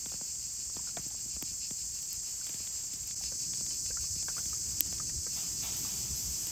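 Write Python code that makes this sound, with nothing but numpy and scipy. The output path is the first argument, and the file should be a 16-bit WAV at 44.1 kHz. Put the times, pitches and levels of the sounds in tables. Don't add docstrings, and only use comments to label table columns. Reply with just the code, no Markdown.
import sys
import numpy as np
from scipy import signal
from scipy.fft import rfft, irfft, next_fast_len
from scipy.io import wavfile
from scipy.ndimage import uniform_filter1d

SR = 44100
rng = np.random.default_rng(int(sys.argv[2]) if len(sys.argv) > 2 else 0)


def inscribe(sig):
    pcm = np.round(np.clip(np.atleast_2d(sig).T, -1, 1) * 32767)
    wavfile.write(sys.argv[1], SR, pcm.astype(np.int16))


N = 287091
TIME = np.arange(N) / SR
CUT_S = 3.147


def amp(db):
    return 10 ** (np.asarray(db) / 20)


def unit_rms(x):
    return x / np.sqrt(np.mean(x ** 2) + 1e-20)


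def at_hz(points, hz):
    f, value = np.transpose(points)
    return np.interp(np.log(hz + 1), np.log(f + 1), value)


def contour(rows, column=1):
    rows = np.array(rows)
    return np.interp(TIME, rows[:, 0], rows[:, column])


def repeats(runs):
    return [(s + k * spacing, db) for s, count, spacing, db in runs for k in range(round(count))]


def wander(hz):
    rates = np.geomspace(hz / 10, hz, 16)
    return unit_rms(sum(np.sin(2 * np.pi * (f * TIME + rng.random())) / np.sqrt(f) for f in rates))


def ring(modes, t):
    return sum(amp(db) * np.sin(2 * np.pi * hz * t) * np.exp(-np.pi * width * t)
               for hz, width, db in modes)


def noise_field(gain):
    # f/Hz, correlation
    coherence = [(60, .98), (300, .95), (600, .8), (900, .78), (1300, .92), (2000, .995), (3400, .95),
                 (5500, .93), (6800, .99), (8200, .91), (8900, .8), (9400, .9995), (10650, .9995),
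                 (11200, .8), (12400, .86), (13000, .9995), (14150, .9995), (14700, .7)]
    size = next_fast_len(N)
    hz = np.fft.rfftfreq(size, 1 / SR)
    mid, side = rfft(rng.standard_normal((2, size)), axis=1)
    angle = np.arccos(np.clip(at_hz(coherence, hz), 0, 1)) / 2
    mid, side = np.cos(angle) * mid, np.sin(angle) * side
    pair = np.array([mid + side, mid - side])
    return unit_rms(irfft(pair * gain(hz), size, axis=1)[:, :N])


def coloured(spectrum):
    return noise_field(lambda hz: amp(at_hz(spectrum, hz)))


def singers(spectrum, ripple_db=1.3):
    ridge_hz = np.arange(2200) * 10
    ridge_db = ripple_db * unit_rms(uniform_filter1d(rng.standard_normal(2200), size=5))
    return noise_field(lambda hz: amp(at_hz(spectrum, hz) + np.interp(hz, ridge_hz, ridge_db)))


def chorus(dip_s=0.011):
    # f/Hz, relative level/dB
    far_spectrum = [(3700, -42.5), (4130, -23), (4600, -10), (5500, -7.5), (6200, -3), (7300, -0.5),
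                    (7520, 2.5), (7750, -2), (8300, -5.5), (8600, -10.5), (9300, -25), (10000, -43)]
    near_spectrum = [(3700, -27.5), (4130, -15), (4650, -3), (5700, -1), (6100, 3.5), (6900, 3.5),
                     (7550, 3), (7900, 2.5), (8600, -5), (9300, -15.5), (10000, -93), (11000, -49)]
    # t/s, level/dB
    levels = [
        [(0.0, -40), (0.32, -39), (2.77, -38.5), (3.14, -39)],
        [(3.17, -37), (3.85, -35.5), (6.51, -37)],
    ]
    # first t/s, count, spacing/s, depth/dB
    pauses = [(0.055, 11, 0.069, 0), (0.933, 5, 0.085, 3), (1.355, 5, 0.075, 0.8), (1.926, 7, 0.073, 1.5),
              (2.486, 5, 0.079, 1.5), (2.9, 3, 0.076, 4), (3.215, 4, 0.081, 2), (3.752, 4, 0.079, 2.5),
              (4.093, 9, 0.083, 2), (4.882, 6, .082, 2), (5.455, 3, 0.097, 2.5), (5.75, 4, .07, 1.5),
              (6.08, 3, 0.08, 1.5)]
    sag_db = sum(db * np.exp(-.5 * ((TIME - s) / dip_s) ** 2) for s, db in repeats(pauses))
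    far = amp(contour(levels[0])) * singers(far_spectrum)
    near = amp(contour(levels[1])) * singers(near_spectrum)
    return np.where(TIME < CUT_S, far, near) * amp(-sag_db)


def flames(puff_s=0.036):
    # t/s, rumble level/dB, flutter level/dB
    levels = [(0.0, -61, -62), (0.5, -60, -63.5), (0.94, -58, -60), (1.9, -59, -64), (2.5, -61, -63),
              (3.2, -55, -60), (3.45, -57.5, -55.5), (4.1, -54.5, -59.5), (5.0, -52, -51.5),
              (5.2, -55, -56), (5.7, -54, -50.5), (6.51, -54, -53.5)]
    # f/Hz, relative level/dB
    rumble_spectrum = [(15, -25), (30, -8.5), (62, 3.5), (90, -1.5), (130, -8.5), (250, -53)]
    flutter_spectrum = [(60, -21), (110, 1), (160, -0.5), (250, -8), (350, -10), (500, -19.5), (900, -58)]
    # t/s, level/dB
    surges = [(1.37, -54), (2.17, -51.5), (3.04, -49.5), (4.04, -44), (4.13, -45.5), (4.44, -50),
              (5.17, -41.5), (6.13, -43.5), (6.27, -45)]
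    puffs = sum(amp(db) * np.exp(-((TIME - s) / puff_s) ** 2) for s, db in surges)
    rumble = np.hypot(amp(contour(levels) + 1.8 * wander(hz=25)), puffs) * coloured(rumble_spectrum)
    flutter = amp(contour(levels, column=2) + 1.5 * wander(hz=90)) * coloured(flutter_spectrum)
    return rumble + flutter


def hiss():
    # t/s, steam level/dB, fizz level/dB
    levels = [(0.0, -60.5, -52.5), (0.4, -62.5, -54.5), (0.92, -61, -54.5), (1.65, -64.5, -54),
              (2.59, -58, -51.5), (2.96, -60, -53.5), (3.95, -70, -51.5), (4.39, -65, -50.5),
              (4.88, -57, -50), (5.09, -66.5, -53), (5.51, -59, -50), (5.84, -59, -51), (6.11, -69, -49.5),
              (6.51, -53, -45)]
    # f/Hz, relative level/dB
    steam_spectrum = [(250, -13), (450, -2), (800, 0.5), (1400, -1.5), (2000, 0), (2700, 3), (3600, 0.5),
                      (5000, 4), (8000, -48)]
    fizz_spectrum = [(6000, -25), (8500, 0), (10300, 0), (11500, -2), (13400, 0), (14500, -3), (15500, -6),
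                     (15800, -9), (16000, -26)]
    flicker_db = .8 * wander(hz=40)
    steam = amp(contour(levels) + flicker_db) * coloured(steam_spectrum)
    fizz = amp(contour(levels, column=2) + flicker_db) * coloured(fizz_spectrum)
    return steam + fizz


def crackle(ticks_per_s=70, level_db=-46):
    t = np.arange(600) / SR
    ticks = np.zeros(N)
    for hz in np.geomspace(3200, 15000, 10):
        strength = amp(2 * np.minimum(rng.exponential(1, N), 4))
        struck = rng.random(N) < ticks_per_s / 10 / SR
        ticks += signal.oaconvolve(strength * struck, ring([(hz, .3 * hz, 0)], t))[:N]
    return amp(level_db) * ticks


def wood_pops(sag_s=.016, thud_decay_s=.010):
    # t/s, knock level/dB, tick level/dB, thud level/dB, sagging part of the pitch f/Hz
    cracks = [(0.059, -36.5, -36, -39, 278), (0.119, -37.5, -43.5, -50, 315), (0.139, -37, -57, -38, 152),
              (0.212, -36.5, -52, -40, 240), (0.698, -45, -55, -63, 151), (0.766, -34.5, -40, -38, 213),
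              (0.969, -34, -30.5, -38, 198), (0.99, -60, -55, -35, 151), (1.062, -44, -56, -37, 149),
              (1.145, -41.5, -56, -63, 187), (1.257, -58, -60, -40, 198), (1.364, -39, -53, -38, 151),
              (1.414, -45, -48, -57, 400), (1.424, -34.5, -30.5, -35, 220), (1.512, -61, -55, -42.5, 150),
              (1.708, -41, -38, -34, 195), (2.467, -61, -36.5, -65, 302), (2.493, -41.5, -39.5, -51, 294),
              (2.542, -45, -39, -38, 144), (2.602, -43, -49, -47, 183), (2.673, -51, -37, -64, 207),
              (2.933, -60, -44.5, -44.5, 230), (3.11, -59, -37, -58, 150), (3.237, -46, -37.5, -46, 220),
              (3.535, -42, -36, -60, 156), (3.608, -42, -48, -41, 245), (3.664, -51, -39.5, -57, 161),
              (3.862, -68, -40, -60, 164), (4.16, -51, -46, -38, 150), (4.227, -42, -41, -47, 156),
              (4.284, -29, -40, -52, 149), (4.457, -57, -39, -39, 177), (4.926, -36, -40.5, -49, 181),
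              (4.983, -58, -40, -62, 185), (5.094, -48, -45, -44, 192)]
    # f/Hz, bandwidth/Hz, relative level/dB
    tick_modes = [(2380, 920, 4.5), (3400, 470, 2), (4140, 1000, -14)]
    t = np.arange(3000) / SR
    for s, knock_db, tick_db, thud_db, thud_hz in cracks:
        cycles = thud_hz * sag_s * (1 - np.exp(-t / sag_s)) + .55 * np.log(1 + t / .0003)
        knock = amp(knock_db) * (1 - np.exp(-t / .0003)) * np.exp(-t / .0011)
        thud = amp(thud_db) * (1 - np.exp(-(t / .004) ** 2)) * np.exp(-t / thud_decay_s)
        tick = amp(tick_db) * ring(tick_modes, t) * (1 - np.exp(-t / .000096))
        noise = rng.standard_normal(len(t))
        dull_noise = unit_rms(uniform_filter1d(uniform_filter1d(noise, size=10), size=10))
        splinters = amp(knock_db - 15) * dull_noise * np.exp(-t / .006)
        yield s, (knock + thud) * np.sin(2 * np.pi * cycles) + tick + splinters


def low_singer(half_chirp_s=0.04, spread_db=1.3):
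    # middle of first chirp t/s, count, spacing/s, level/dB
    phrases = [(0.14, 5, .155, -52), (0.885, 4, 0.15, -50), (1.485, 6, 0.16, -49), (2.455, 5, 0.16, -49.5),
               (3.26, 1, .16, -44), (3.43, 7, .152, -47.5), (4.52, 5, 0.14, -51), (5.335, 5, 0.13, -48.5),
               (6.02, 3, .16, -49)]
    # f/Hz, bandwidth/Hz, relative level/dB
    modes = [(2640, 580, -7), (4420, 380, -0.5), (5200, 910, 3.5), (5164, 70, 6.5)]
    effort = sum(amp(db + spread_db * rng.standard_normal()) * np.exp(-((TIME - s) / half_chirp_s) ** 4)
                 for s, db in repeats(phrases))
    body = lambda hz: sum(amp(db) / (1 + (2 * (hz - f) / width) ** 2) for f, width, db in modes)
    return effort * noise_field(body)


def spark_snaps():
    # t/s, crack level/dB, relative body level/dB
    sparks = [(0.1386, -42, -7), (1.0809, -32, -28), (1.4238, -22, -12.5), (2.0263, -29, -19),
              (2.106, -33, -29), (2.129, -21.5, -31), (2.468, -32, -22), (2.4919, -31.5, -10.5),
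              (2.9362, -31, -16), (3.0733, -28, -33), (4.806, -4, -21), (4.9252, -35, -23),
              (5.7693, -31, -15), (6.4693, -23, -18)]
    # f/Hz, bandwidth/Hz, relative level/dB
    crack_modes = [(13300, 2000, 0), (10500, 2000, -5), (8000, 1500, -12), (15200, 1800, -6)]
    body_modes = [(2850, 660, 14), (5070, 940, 18), (296, 27, -12)]
    reflections = [(.00055, -13), (.0012, -20), (.0019, -24)]  # delay/s, gain/dB
    t = np.arange(900) / SR
    crack = ring(crack_modes, t) * (1 - np.exp(-(t / .00015) ** 2))
    body = ring(body_modes, t) * (1 - np.exp(-(t / .00045) ** 2))
    for s, db, body_db in sparks:
        direct = crack / abs(crack).max() + amp(body_db) * body
        echoes = sum(amp(gain) * np.interp(t - delay, t, direct, left=0) for delay, gain in reflections)
        yield s, amp(db) * (direct + echoes)


def sap_bursts():
    # t/s, level/dB, nominal f/Hz, 60 dB decay time/s
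    pockets = [(0.791, -45, 970, 0.036), (0.871, -43.5, 1450, 0.028), (0.889, -43, 1430, 0.02),
               (0.97, -29.5, 689, 0.029), (1.109, -48, 820, 0.027), (2.411, -50.5, 1500, 0.047),
               (3.21, -46.5, 778, 0.033), (3.319, -40, 523.5, 0.026), (3.706, -41, 3100, 0.028),
               (3.902, -42.5, 495, 0.034), (3.906, -45, 1590, 0.04), (3.968, -39, 1370, 0.054),
               (4.039, -49.5, 1150, 0.033), (4.282, -33, 1590, 0.017), (4.295, -49, 1430, 0.068),
               (4.364, -39, 1190, 0.034), (4.379, -34.5, 1424, 0.04), (4.527, -41.5, 1254, 0.047),
               (4.998, -38.5, 1260, 0.038), (5.093, -44.5, 1890, 0.032), (5.264, -43, 1280, 0.03),
               (5.264, -43, 480, 0.045), (5.267, -54, 1550, 0.068), (5.848, -44.5, 1160, 0.036)]
    # nominal f/Hz, relative level/dB
    log_modes = [(1560, -13.5), (1920, -15.5), (2200, -17)]
    # f/Hz, left minus right level/dB
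    pan = [(600, 2), (1500, -2)]
    t = np.arange(2000) / SR
    glide = 2 * np.pi * t * (.97 + 3 * t)
    log_ring = sum(amp(db) * np.sin(hz * glide) for hz, db in log_modes)
    attack = 1 - np.exp(-t / .0008)
    for s, db, hz, t60 in pockets:
        noise = rng.standard_normal((2, len(t)))
        roughness = 1 + .35 * unit_rms(uniform_filter1d(noise[0], size=60))
        tone = roughness * (np.sin(hz * glide) + log_ring) * amp(-60 * t / t60)
        scatter = amp(-15) * unit_rms(uniform_filter1d(noise[1], size=12)) * np.exp(-t / .016)
        pan_db = at_hz(pan, hz)
        yield s, amp(db) * attack * (tone + scatter) * amp([[pan_db / 2], [-pan_db / 2]])


def oil_flares():
    # t/s, rise/s, power decay time/s, steam level/dB, fizz level/dB
    drips = [(4.35, 0.033, 0.053, -59.5, -49), (5.325, .006, 0.18, -63, -51),
             (5.35, 0.025, 0.043, -49.5, -50), (5.62, 0.015, 0.071, -46.5, -56),
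             (5.62, .006, 0.067, -56, -45), (5.755, 0.014, 0.16, -80, -44), (5.83, 0.022, 0.26, -52.5, -58),
             (6.15, .012, 0.094, -80, -44)]
    # f/Hz, relative level/dB
    steam_spectrum = [(300, -16), (700, 1.5), (1300, -1), (1600, -7), (2500, 1.5), (3500, 3.5), (4500, -3),
                      (7000, -38)]
    fizz_spectrum = [(6000, -25), (9000, -5), (11000, -4), (12100, 0), (14800, -3), (15600, -6),
                     (16100, -22)]
    power = np.zeros((2, N))
    for s, rise, fall, *levels_db in drips:
        t = np.maximum(TIME - s, 0)
        envelope = np.minimum(t / rise, 1) ** 2 * np.exp(-np.maximum(t - rise, 0) / fall)
        power += amp(levels_db)[:, None] ** 2 * envelope
    steam, fizz = np.sqrt(power)
    return steam * coloured(steam_spectrum) + fizz * coloured(fizz_spectrum)


def scene(onset_delay_s=.001079, fade_in_s=.018):
    mix = chorus() + flames() + hiss() + crackle() + low_singer() + oil_flares()
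    for s, sound in [*wood_pops(), *spark_snaps(), *sap_bursts()]:
        start = round((s + onset_delay_s) * SR)
        span = mix[:, start:start + sound.shape[-1]]
        span += sound[..., :span.shape[1]]
    fade_in = np.clip(.022 + (TIME - CUT_S) / fade_in_s, 0, 1)
    return mix * np.where(TIME < CUT_S, 1, fade_in)


def record(dry, threshold_db=-30, recovery_db_per_s=300, cutoff_hz=16550):
    # f/Hz, left minus right level/dB
    balance = [(30, .3), (150, 1.8), (600, .9), (1500, .1), (3000, 0)]
    # f/Hz, left minus right phase/rad
    phase_difference = [(2500, 0), (4600, .5), (5300, 0), (5900, -.55), (6600, 0), (7250, -.1),
                        (8600, -1.15), (9450, -3.1), (10600, -3.18), (11400, -4.3), (13000, -6.22),
                        (14150, -6.34), (15500, -8.4), (16300, -8.7)]
    size = next_fast_len(N + 1024)
    hz = np.fft.rfftfreq(size, 1 / SR)
    left = amp(at_hz(balance, hz) / 2) * np.exp(.5j * at_hz(phase_difference, hz))
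    stereo = irfft(rfft(dry, size, axis=1) * np.array([left, 1 / left]), size, axis=1)[:, :N]
    power = uniform_filter1d((stereo ** 2).mean(0), size=90, origin=44)
    power_db = 10 * np.log10(abs(power) + 1e-12)
    recovery_db = TIME * recovery_db_per_s
    held_db = np.maximum.accumulate(power_db + recovery_db) - recovery_db
    excess_db = np.maximum(held_db - threshold_db, 0)
    reduction_db = .4 * uniform_filter1d(excess_db, size=200, origin=99)
    low_pass = signal.firwin(511, cutoff_hz, window=("kaiser", 9), fs=SR)
    return signal.oaconvolve(stereo / amp(reduction_db), low_pass[None], "same")


dry = scene()
out = record(dry)
inscribe(out)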